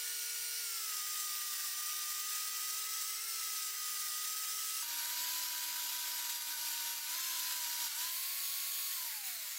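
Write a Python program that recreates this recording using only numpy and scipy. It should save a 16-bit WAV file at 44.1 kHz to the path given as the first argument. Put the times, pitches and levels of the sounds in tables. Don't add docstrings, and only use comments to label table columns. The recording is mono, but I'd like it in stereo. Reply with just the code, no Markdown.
import sys
import numpy as np
from scipy import signal
from scipy.fft import rfft, irfft, next_fast_len
from scipy.io import wavfile
from scipy.ndimage import uniform_filter1d

SR = 44100
rng = np.random.default_rng(int(sys.argv[2]) if len(sys.argv) > 2 else 0)


def dump_mix(stems):
    frames = np.atleast_2d(stems).T
    limited = np.clip(frames, -1, 1)
    pcm = np.round(limited * 32767).astype(np.int16)
    wavfile.write(sys.argv[1], SR, pcm)


N = 422478

FAST_UNTIL_S, SPEEDUP = 4.825, 1.283
OFF_S, COAST_S = 8.92, 0.93
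BEARING_ORDER = 19 / 6
SQUEAL_MULTIPLE = 6
BAND_LIMIT_HZ = 15870

# t/s, speed/(turns per s)
SPEED_FAST = [(0, 457.0), (0.6, 455.9), (0.96, 391.1), (1.2, 389.6), (1.68, 378.1), (1.91, 387.4),
              (2.02, 383.3), (2.49, 396.2), (2.59, 392.2), (2.9, 405.4), (3.06, 402.6), (3.26, 429.2),
              (3.45, 404.1), (4.1, 388.5), (4.35, 400.6), (4.82, 407.2)]
# t/s, speed/(turns per s)
SPEED_NORMAL = [(4.83, 298.9), (5.05, 301.6), (5.35, 314.9), (5.62, 308.4), (5.98, 308.8), (6.39, 302.6),
                (7.06, 296.5), (7.19, 328.7), (7.3, 330.2), (7.69, 302.9), (7.8, 303.3), (7.93, 288.5),
                (8.09, 327.7), (8.24, 342.7), (8.42, 351.1), (8.92, 353.1)]
# t/s, pressure/0-1
PAD_PRESSURE = [(0, 0.3), (.6, 0.2), (.95, 0.77), (3.1, 0.98), (3.23, 0.44), (3.45, 0.89), (7.9, 1),
                (8.15, 0), (9.58, 0.32)]
# t/s, share/0-1
TURNED_ASIDE = [(0, 0), (7.98, 0.23), (8.16, 1), (9.58, 0.91)]
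# centre t/s, length/s, rasp change/dB
PAD_BITES = [(1.067, .08, -0.7), (1.204, 0.3, 0.5), (1.475, .1, -1.8), (1.656, 0.058, 1.5),
             (1.748, .06, -1.6), (1.9, 0.08, 1.2), (2.35, 0.19, 1.1), (2.517, .1, -1.2),
             (3.195, 0.24, -1.5), (3.743, 0.17, -2.1), (4.248, 0.22, 0.4), (4.86, .075, -3),
             (5.235, 0.22, 2), (5.378, 0.16, 2), (6.43, 0.22, -2.5), (6.57, 0.12, -2.5),
             (6.875, 0.054, 1.5), (7.023, 0.23, -3.5), (7.402, 1, 1), (7.83, 0.13, 2.3),
             (7.923, 0.14, -2.5), (8.038, .13, 2.5), (9.21, 0.074, -2.5), (9.284, .08, 2)]
# multiple of rotor rate, level/dB light, pressed, aside
ROTOR_OVERTONES = [(2, -76.5, -76.5, -74), (3, -76, -69, -71), (4, -71, -66, -75), (5, -60, -59, -68),
                   (6, -66, -76, -65), (7, -63, -76, -65.5), (8, -77, -61, -70.5), (9, -52.5, -75, -69),
                   (10, -62, -73, -66), (15, -65.5, -61, -74), (20, -71, -63, -75), (37, -70, -70, -64),
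                   (39, -67, -63, -67)]
# multiple of ball-pass rate, level/dB light, pressed, aside
BEARING_OVERTONES = [(2, -52, -84, -68), (3, -62, -62, -64), (4, -53, -60.5, -66), (5, -69, -54, -71),
                     (6, -61, -56.5, -62), (7, -56, -69, -69.5), (8, -65, -75, -64.5), (9, -69, -62, -61.5),
                     (10, -73, -64.5, -63), (12, -59, -58, -58.5), (13, -61, -67, -53), (14, -60, -62, -56)]
# speed/(turns per s), hum/dB, whine/dB
HOUSING_RADIATION = [(175.5, -93, -82), (207, -75, -68), (238, -71, -64.5), (260, -73.5, -58),
                     (296, -76.5, -62.5), (296, -73, -54), (312, -72.5, -54.5), (328, -71, -57),
                     (351, -70, -58.3)]
# f/Hz, width/Hz, lift/dB
OVERTONE_RINGS = [(983, 82, 10.5), (4170, 300, 5.5), (6600, 1230, 5.5), (10050, 220, 6.5),
                  (11380, 450, 4.5)]
# t/s, level/dB
SQUEAL_LEVEL = [(0, -4), (1.1, 5), (1.65, -3), (2.3, 1), (3.4, 1.5), (3.95, -0.5), (4.5, 3), (5.35, -10),
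                (6.1, -4), (6.7, 0), (7.3, 0), (7.5, -3), (7.85, 2), (8.25, -7), (8.45, 3), (8.9, 3)]
# light/dB, pressed/dB, aside/dB, coasting change/(dB per halving of speed)
RASP_LEVEL = (-44, -43, -43.5, -2)
AIR_LEVEL = (-47.4, -46.5, -46, -3.5)
# f/Hz, density/(dB per Hz) sped up, after, aside
RASP_SPECTRUM = [(30, -36, -34, -35), (190, -35.5, -33, -38), (403, -32, -30.5, -31.5),
                 (667, -22, -20, -22), (1134, -10.5, -11, -11.5), (1560, -10, -5, -11),
                 (2490, -8, -7, -5.5), (3280, -5, -1, -4.5), (4560, -1.5, -2.4, 0.5),
                 (5130, -5.5, -0.3, -3), (5900, -3, -1, -4), (8270, -5.5, -1.5, -2.5),
                 (8970, -12, -10.5, -4.5), (11500, -15, -30, -3)]
AIR_SPECTRUM = [(4000, -69, -70, -68), (9000, -15, -15, -21), (9870, -7, -5.5, -8.5),
                (10800, 0, -2.5, -0.5), (11800, -2.5, -1, -1), (12600, -6, -1.5, -2), (13600, -10, -4.5, 6),
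                (14400, -5, -5, 1), (15800, -5, -5.5, -2)]
# f/Hz, width/Hz, lift/dB
HOUSING_RESONANCES = [(1490, 220, 3.5), (2180, 300, 3), (4350, 1000, 2), (7100, 450, 1.8)]
# f/Hz, width/Hz, lift/dB
RATTLE_RESONANCES = [(2050, 780, 6), (6450, 1200, 3)]
# f/Hz, left-right correlation
STEREO_LIKENESS = [(60, .89), (200, .89), (500, .98), (1500, .75), (3000, .87), (6000, .88), (9000, .85),
                   (14000, .89)]
# f/Hz, left over right/dB
STEREO_LEAN = [(60, 0), (300, 0), (950, 2), (2400, 1.8), (5000, 0.8), (8000, 0.61), (15000, 0)]


def rotor(t, hz, turns, pressure, aside, hum_flutter_db=1.1, flutter_db=2.5, aside_db=-8,
          bite_share=0.72, overtone_share=0.66, low_slow_db=-10, high_slow_db=4,
          radiate_hz=620, rolloff_db=26):
    own_hz = natural(t, hz)
    hum_db = colour(HOUSING_RADIATION, own_hz)[0] + aside_db * aside + bite_share * bite(t)
    hum_db = hum_db + hum_flutter_db * pressure * waver(10)
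    out = tone(turns, hz, hum_db, lean_db=.6, lead_s=.00013)
    flutter = flutter_db * (0.22 + pressure) * waver(22) + overtone_share * bite(t)
    slowed = halvings(t)
    for i, (k, db) in enumerate(overtones(ROTOR_OVERTONES, pressure, aside)):
        weak_db = rolloff_db * np.maximum(np.log2(radiate_hz / (k * hz)), 0)
        slowing_db = slowed * (high_slow_db if k > 20 else low_slow_db)
        lift_db = resonances(OVERTONE_RINGS, k * own_hz) + slowing_db + np.roll(flutter, i * SR // 2)
        out += tone(k * turns, k * hz, db + lift_db - weak_db, lean_db=2.5, lead_s=.00003)
    return out


def bearing(t, hz, turns, pressure, aside, slip=0.0011, flutter_db=0.58, swell_db=1.95, wander_db=0.6,
            aside_db=-4.0, fast_db=0.8, normal_db=-1.4, free_db=2, bite_share=2.0, whistle_share=0.85,
            coast_db=-5, slow_db=-2.5):
    drift = slip * (.3 + pressure) * waver(70) + .004 * pressure * waver(13)
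    passes = BEARING_ORDER * (turns + np.cumsum(hz * drift) / SR)
    pass_hz = BEARING_ORDER * hz
    whine_db = colour(HOUSING_RADIATION, natural(t, hz))[1] + aside_db * aside + bite_share * bite(t)
    whine_db = whine_db + pressure * np.where(t < FAST_UNTIL_S, fast_db, normal_db)
    whine_db = whine_db + free_db * unpowered(t)
    out = tone(passes, pass_hz, whine_db + flutter_db * (0.24 + pressure) * waver(27), lean_db=3.0)
    coasting_db = coast_db * unpowered(t) + slow_db * halvings(t)
    swell = (0.24 + pressure) * (swell_db * waver(13) + wander_db * waver(2.6))
    own_hz = natural(t, pass_hz)
    squeal_db = curve(SQUEAL_LEVEL, t)[0]
    bite_db = whistle_share * bite(t)
    for i, (k, db) in enumerate(overtones(BEARING_OVERTONES, pressure, aside)):
        lift_db = resonances(OVERTONE_RINGS, k * own_hz) + np.roll(swell, i * SR // 2)
        lift_db = lift_db + squeal_db * (k == SQUEAL_MULTIPLE)
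        out += tone(k * passes, k * pass_hz, db + coasting_db + lift_db + bite_db)
    return out


def rush(t, turns, pressure, aside, chatter_db=0.75, grit_db=0.67, throb=0.11, air_share=0.85,
         normal_db=0.55, off_db=-1.5, rattle_db=0.3):
    *rasp_levels, rasp_slow_db = RASP_LEVEL
    *air_levels, air_slow_db = AIR_LEVEL
    rasp_db = by_grip(*rasp_levels, pressure, aside) + rasp_slow_db * halvings(t)
    rasp_db = rasp_db + normal_db * pressure * (t > FAST_UNTIL_S) + off_db * unpowered(t)
    air_db = by_grip(*air_levels, pressure, aside) + air_slow_db * halvings(t)
    bite_db = bite(t)
    rasp = amp(rasp_db + bite_db) * shaped_noise(RASP_SPECTRUM, (2100, 8000), patchy_db=1.5)
    air = amp(air_db + air_share * bite_db) * shaped_noise(AIR_SPECTRUM, (12000, 15500), patchy_db=1.5)
    chatter = (chatter_db * (-0.04 + pressure) + rattle_db * unpowered(t)) * waver(32)
    grab = amp(chatter + grit_db * waver(300))
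    return (rasp + air) * grab * (1 + throb * pressure * np.cos(2 * np.pi * turns))


def tone(turns, hz, db, lean_db=3.0, lead_s=.00006):
    side = np.array([[.5], [-.5]])
    lead_turns = lead_s * np.minimum(hz, 1300)
    phase = 2 * np.pi * (turns + rng.random() + side * lead_turns)
    return amp(db + side * lean_db) * (hz < BAND_LIMIT_HZ) * np.sqrt(2) * np.sin(phase)


def shaped_noise(spectrum, band_hz, patchy_db):
    frames, hz = N // 256 + 5, np.fft.rfftfreq(1024, 1 / SR)
    t = np.arange(frames) * 256 / SR
    aside = np.clip(curve(TURNED_ASIDE, t)[0], 0, 1)[:, None]
    fast = (t < FAST_UNTIL_S)[:, None]
    own_hz = hz / np.where(fast, SPEEDUP, 1)
    before, after, turned = colour(spectrum, own_hz)
    facing_db = (1 - aside) * np.where(fast, before, after) + aside * turned
    housing_db = resonances(HOUSING_RESONANCES, own_hz)
    housing_db = housing_db + unpowered(t)[:, None] * resonances(RATTLE_RESONANCES, own_hz)
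    a, b, c, d, patches = rng.standard_normal((5, frames, len(hz)))
    patches = uniform_filter1d(patches, size=14, axis=0)
    patches = evened(uniform_filter1d(patches, size=5, axis=1))
    gain = amp(facing_db + housing_db + patchy_db * patches)
    in_band = (hz > band_hz[0]) & (hz < band_hz[1])
    power = (gain ** 2 * in_band).mean(1, keepdims=True)
    same = np.clip(colour(STEREO_LIKENESS, hz)[0], -1, 1)
    left = a + 1j * b
    right = same * left + np.sqrt(1 - same ** 2) * (c + 1j * d)
    half_lean_db = colour(STEREO_LEAN, hz)[0] / 2
    z = np.array([left, right]) * gain / np.sqrt(power) * amp([half_lean_db, -half_lean_db])[:, None]
    unit = signal.istft(left.T, nperseg=1024, noverlap=768)[1].std()
    return signal.istft(z.swapaxes(1, 2), nperseg=1024, noverlap=768)[1][:, :N] / unit


def speed(t):
    driven = np.where(t < FAST_UNTIL_S, curve(SPEED_FAST, t)[0], curve(SPEED_NORMAL, t)[0])
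    return driven * np.exp(-np.maximum(t - OFF_S, 0) / COAST_S)


def halvings(t):
    return np.maximum(t - OFF_S, 0) / COAST_S / np.log(2)


def unpowered(t, fade_s=0.22):
    return np.clip((t - OFF_S) / fade_s, 0, 1)


def natural(t, hz):
    return hz / np.where(t < FAST_UNTIL_S, SPEEDUP, 1)


def bite(t):
    out = 0
    for s, length, db in PAD_BITES:
        out = out + db * np.cos(np.pi * np.clip((t - s) / length, -.5, .5)) ** 2
    return out


def resonances(rows, hz):
    return sum(db / (1 + (2 * (hz - f) / width) ** 2) for f, width, db in rows)


def overtones(rows, pressure, aside):
    return [(round(k), by_grip(*levels, pressure, aside)) for k, *levels in rows]


def by_grip(light, pressed, turned, pressure, aside):
    return (1 - aside) * (light + (pressed - light) * pressure) + aside * turned


def waver(rate_hz):
    size = next_fast_len(N)
    hz = np.fft.rfftfreq(size, 1 / SR)
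    shape = hz / (hz + 3) / (1 + (hz / rate_hz) ** 2)
    return evened(irfft(rfft(rng.standard_normal(size)) * shape, size)[:N])


def amp(db):
    return 10 ** (np.asarray(db) / 20)


def evened(x):
    return x / np.sqrt(np.mean(x ** 2) + 1e-20)


def curve(rows, t):
    s, *columns = np.transpose(rows)
    return [np.interp(t, s, c) for c in columns]


def colour(rows, hz):
    f, *columns = np.transpose(rows)
    return [np.interp(np.log(hz + 1), np.log(f + 1), c) for c in columns]


def scene(wobble=0.00308):
    t = np.arange(N) / SR
    pressure = np.clip(curve(PAD_PRESSURE, t)[0], 0, 1)
    aside = np.clip(curve(TURNED_ASIDE, t)[0], 0, 1)
    hz = speed(t) * (1 + wobble * pressure * waver(10.2))
    turns = np.cumsum(hz) / SR
    tones = rotor(t, hz, turns, pressure, aside) + bearing(t, hz, turns, pressure, aside)
    return tones + rush(t, turns, pressure, aside)


def record(dry):
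    lowpass = signal.firwin(611, BAND_LIMIT_HZ, window=("kaiser", 8), fs=SR)
    return signal.oaconvolve(dry, lowpass[None], "same")


dry = scene()
out = record(dry)
dump_mix(out)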